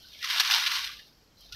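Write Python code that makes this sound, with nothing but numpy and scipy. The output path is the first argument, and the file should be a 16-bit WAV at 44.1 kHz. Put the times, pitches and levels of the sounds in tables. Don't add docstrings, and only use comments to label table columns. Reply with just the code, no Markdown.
import sys
import numpy as np
from scipy import signal
from scipy.fft import rfft, irfft
from scipy.io import wavfile

SR = 44100
rng = np.random.default_rng(int(sys.argv[2]) if len(sys.argv) > 2 else 0)


def pcm_store(signal):
    levels = np.round(np.clip(np.atleast_2d(signal), -1, 1) * 32767)
    wavfile.write(sys.argv[1], SR, levels.astype(np.int16).T)


def field_ratio(decibels):
    return 10 ** (np.asarray(decibels, dtype=float) / 20)


N = 68355

# (time [s], rub level [dB])
STROKE_EFFORT = [(0, -52.5), (.12, -51), (0.206, -46), (0.236, -38), (.275, -37.5), (.33, -28.5),
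                 (.43, -30.5), (.49, -29), (0.551, -25.5), (0.648, -33), (0.748, -29.5), (0.879, -39.5),
                 (1.03, -54), (1.12, -60.5), (1.32, -67), (1.42, -53.5), (1.515, -55.5), (1.54, -45)]
# (time [s], length [s], level [dB],
# pitch [Hz], treble re level [dB])
SHEET_CRINKLES = [(.2268, .006, -36, 3800, -20), (.2405, .009, -29, 1800, -16),
                  (.2565, .002, -32, 4500, -22), (.273, .003, -34, 3700, -20),
                  (.3012, .011, -29.5, 2400, -16), (.3825, .003, -26, 3600, -17),
                  (.398, .010, -18, 3500, -15), (.4105, .006, -28, 3500, -13),
                  (.449, .004, -29, 1550, -20), (.474, .004, -26, 3340, -18),
                  (.4995, .004, -24, 2200, -17), (.509, .004, -19, 3200, -17),
                  (.5195, .002, -22, 4000, -13), (.5275, .003, -22, 3900, -20),
                 (.5358, .002, -22, 3800, -19), (.5565, .002, -24, 4000, -16), (.596, .003, -27, 3400, -20),
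                 (.662, .016, -25, 3000, -20), (.717, .008, -29, 1800, -16), (.757, .004, -31, 3000, -12),
                 (.843, .008, -33, 3900, -15), (.989, .006, -48, 2500, -22), (1.407, .005, -56, 4500, -4),
                 (1.5228, .010, -41, 4700, -16)]
# (time [s], peak [dB], pitch [Hz], treble [dB])
CREASE_SNAPS = [(.0712, -41, 4300, -26), (.2455, -21, 2000, -30), (.257, -22, 4500, -30),
                (.3017, -18, 2600, -16), (.312, -20, 3500, -26), (.3835, -16, 3600, -26),
                (.3995, -13, 4500, -22), (.4055, -10, 3200, -26), (.5403, -4.5, 4600, -34),
                (.5474, -6.5, 4400, -36), (.5637, -8.5, 3400, -24), (.667, -17, 2600, -28),
                (.6785, -15, 3100, -30), (.844, -25, 3900, -22), (1.5245, -28, 4600, -22),
                (1.526, -28, 4200, -26), (1.5425, -35, 3800, -28)]
# (time [s], length [s], level [dB], pitch [Hz])
TAUT_PATCHES = [(0.057, 0.02, -56, 1507), (.01, 0.017, -58, 3170), (.15, 0.039, -61, 2490),
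                (0.152, 0.038, -55.5, 2220), (0.148, 0.039, -63, 3250), (0.232, .02, -42, 1926),
                (0.35, 0.013, -43.5, 685), (0.417, 0.019, -42, 741), (0.502, 0.0044, -36, 765),
                (0.526, 0.0053, -36.5, 734), (0.56, 0.0095, -36.5, 880), (0.673, 0.01, -42, 744),
                (0.896, 0.007, -41.5, 1202), (0.97, .025, -54.5, 1217), (0.995, 0.004, -46.5, 1810),
                (1.423, 0.029, -57, 3175), (1.42, 0.077, -60, 4050), (1.527, 0.016, -50.5, 1370),
                (1.523, 0.0061, -52.5, 2060), (0.254, 0.013, -44, 1064)]
# (time [s], length [s], level [dB], pitch [Hz])
TABLE_SHUDDERS = [
    (0.037, 0.099, -65.5, 66),
    (0.754, .05, -64, 64),
    (0.853, 0.056, -62.5, 60),
    (0.954, 0.032, -60, 57.7),
    (1.19, 0.064, -66, 48),
    (1.446, 0.053, -57, 45),
    (1.526, 0.016, -51.5, 45.7),
    (1.547, 0.0099, -48, 100),
]
# (frequency [Hz], density [dB per Hz])
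PAPER_SPECTRUM = [(300, -26), (600, -11), (800, -12.5), (1200, -4.5), (2000, -5), (3000, -3), (3800, -1.5),
                  (5000, -5.5)]
# (frequency [Hz], gain [dB])
MIC_PORT = [(5600, 0), (6300, -9), (7300, -22.5), (8500, -16.5), (9700, -24), (11800, -11.5),
            (13500, -18.5), (15600, -26.5)]
# (frequency [Hz], level re unit white noise [dB])
ROOM_NOISE = [(22, -47), (50, -43), (110, -47.5), (250, -50.5), (1000, -59), (3000, -64), (8000, -65),
              (13000, -66.5)]
# (frequency [Hz], cut [dB])
CLOSED_CUT = [(500, 39.5), (700, 26), (1000, 19), (2000, 17.5), (4000, 15), (9000, -19.5)]
# (frequency [Hz], margin [dB])
OPEN_MARGIN = [(1000, 8.5), (2500, 7), (4000, 5), (7000, 0)]

TIME_S = np.arange(N) / SR
PORT_DIP_HZ = 6900


def rub():
    patchy_db, catches_per_s = 1.3, 160
    airy_db_per_db, full_stroke_db = 0.18, -38.5
    stroke = np.array(STROKE_EFFORT)
    level_db = np.interp(TIME_S, stroke[:, 0], stroke[:, 1])
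    effort = field_ratio(level_db + patchy_db * catches(catches_per_s))
    drag = effort * unit(colour(grit(), PAPER_SPECTRUM, MIC_PORT))
    airy_gain = field_ratio(airy_db_per_db * (full_stroke_db - level_db))
    return drag + (airy_gain - 1) * treble(drag)


def catches(rate_per_s):
    fade_s = .004
    jolts = (rng.random(N) < rate_per_s / SR) * rng.random(N)
    grip = signal.lfilter([1], [1, -np.exp(-1 / (fade_s * SR))], jolts)
    return unit(grip - grip.mean())


def grit():
    grains_per_s, scatter_db, largest_grain, tail_s = 2600, 2.5, 4.5, 0.0011
    grit_db, hiss_db = -2, 0.5
    released = rng.random(N) < grains_per_s / SR
    size = np.minimum(rng.exponential(size=N), largest_grain)
    clicks = released * field_ratio(scatter_db * size)
    sign = np.sign(rng.standard_normal(N))
    tail_level = signal.lfilter([1], [1, -np.exp(-1 / (tail_s * SR))], clicks)
    releases = clicks * sign + 0.24 * tail_level * rng.standard_normal(N)
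    return field_ratio(grit_db) * unit(releases) + field_ratio(hiss_db) * rng.standard_normal(N)


def crinkles():
    rise_s, fall_s, q = .0004, .0025, 1.6
    broad_db, treble_trim_db, trim_db = 0, 3, -1
    grain = colour(grit(), PAPER_SPECTRUM, MIC_PORT)
    out = np.zeros(N)
    for time_s, length_s, level_db, pitch_hz, treble_db in SHEET_CRINKLES:
        start = int(time_s * SR)
        g = grain[start:start + SR // 20]
        age_s = TIME_S[:len(g)]
        shape = np.minimum(age_s / rise_s, 1) * np.exp(-np.maximum(age_s - length_s, 0) / fall_s)
        body = dull(unit(ring(g, pitch_hz, q)) + field_ratio(broad_db) * unit(g))
        burst = unit(shape * body) + field_ratio(treble_db + treble_trim_db) * unit(shape * treble(g))
        shape_rms = np.sqrt(np.mean(shape ** 2))
        out[start:start + len(g)] += field_ratio(level_db + trim_db) * burst * shape_rms
    return out


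def snaps():
    q, treble_trim_db = 1.7, 16
    click = np.sinc(np.arange(SR // 50) - 16.3)
    out = np.zeros(N)
    for time_s, peak_db, pitch_hz, treble_db in CREASE_SNAPS:
        snap = dull(ring(click, pitch_hz, q)) + field_ratio(treble_db + treble_trim_db) * treble(click)
        snap = colour(snap, PAPER_SPECTRUM, MIC_PORT)
        start = int(time_s * SR) - np.argmax(np.abs(snap))
        snap = field_ratio(peak_db) * snap / np.abs(snap).max()
        out[start:start + len(snap)] += snap[:N - start]
    return out


def patches():
    q = 14.
    stir, out = rng.standard_normal(N), np.zeros(N)
    for time_s, length_s, level_db, pitch_hz in TAUT_PATCHES:
        sung = swell(time_s, length_s) * ring(ring(stir, pitch_hz, q), pitch_hz, q)
        out += field_ratio(level_db) * unit(sung) * np.sqrt(length_s * SR / N)
    return out


def echo(paper):
    echo_db, t60_s = -10, 0.087
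    t = np.arange(SR // 8) / SR
    tail = rng.standard_normal(len(t)) * field_ratio(-60 * t / t60_s) * (t > .001)
    tail /= np.sqrt(np.sum(tail ** 2))
    return field_ratio(echo_db) * signal.fftconvolve(paper, tail)[:N]


def shudders():
    out = np.zeros(N)
    for time_s, length_s, level_db, pitch_hz in TABLE_SHUDDERS:
        tone = np.sin(2 * np.pi * pitch_hz * TIME_S)
        out += field_ratio(level_db + CLOSED_CUT[0][1]) * swell(time_s, length_s) * tone
    return out


def room():
    return colour(rng.standard_normal(N), ROOM_NOISE, CLOSED_CUT)


def curve(points, hz):
    p = np.array(points, float)
    return np.interp(np.log(np.maximum(hz, 1)), np.log(p[:, 0]), p[:, 1])


def colour(x, *shapes):
    size = 4096
    hz = np.fft.rfftfreq(size, 1 / SR)
    total_db = sum(curve(s, hz) for s in shapes)
    cepstrum = irfft(total_db * np.log(10) / 20)
    cepstrum[1:size // 2] *= 2
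    cepstrum[size // 2 + 1:] = 0
    return signal.fftconvolve(x, irfft(np.exp(rfft(cepstrum))))[:len(x)]


def unit(x):
    return x / np.sqrt(np.mean(x ** 2))


def ring(x, hz, q):
    return signal.lfilter(*signal.iirpeak(hz, q, SR), x)


def treble(x):
    return signal.sosfilt(signal.butter(4, PORT_DIP_HZ, "high", fs=SR, output="sos"), x)


def dull(x):
    return signal.sosfilt(signal.butter(2, PORT_DIP_HZ, fs=SR, output="sos"), x)


def swell(time_s, length_s):
    return np.exp(-((TIME_S - time_s) / length_s) ** 2)


def scene():
    paper = rub() + crinkles() + snaps() + patches()
    return (paper + echo(paper) + room() + shudders())[None]


def top_cut(x):
    return signal.sosfilt(signal.butter(12, 15850, fs=SR, output="sos"), x)


def record(dry):
    size, hop = 512, 128
    hold_s, steepness, lowest_hz, top_hz = .025, 3.5, 620, 15800
    padded = np.pad(dry, ((0, 0), (0, size)), "reflect")
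    hz, _, z = signal.stft(padded, SR, nperseg=size, noverlap=size - hop, boundary="even")
    closed = field_ratio(-curve(CLOSED_CUT, hz))[:, None]
    threshold_db = curve(ROOM_NOISE, hz) + curve(CLOSED_CUT, hz) + curve(OPEN_MARGIN, hz)
    threshold = field_ratio(2 * threshold_db)[:, None] * 1.5 / size
    keep = np.exp(-hop / SR / hold_s)
    power = np.abs(z) ** 2
    recent = signal.lfilter([1 - keep], [1, -keep], power)
    recent = np.maximum(recent, power / 6)
    opening = (hz > lowest_hz)[:, None] / (1 + (threshold / (recent + 1e-18)) ** steepness)
    gain = closed + (1 - closed) * opening
    z = z * gain * (hz < top_hz)[:, None]
    mix = signal.istft(z, SR, nperseg=size, noverlap=size - hop)[1][:, :N]
    return top_cut(mix)


dry = scene()
out = record(dry)
pcm_store(out)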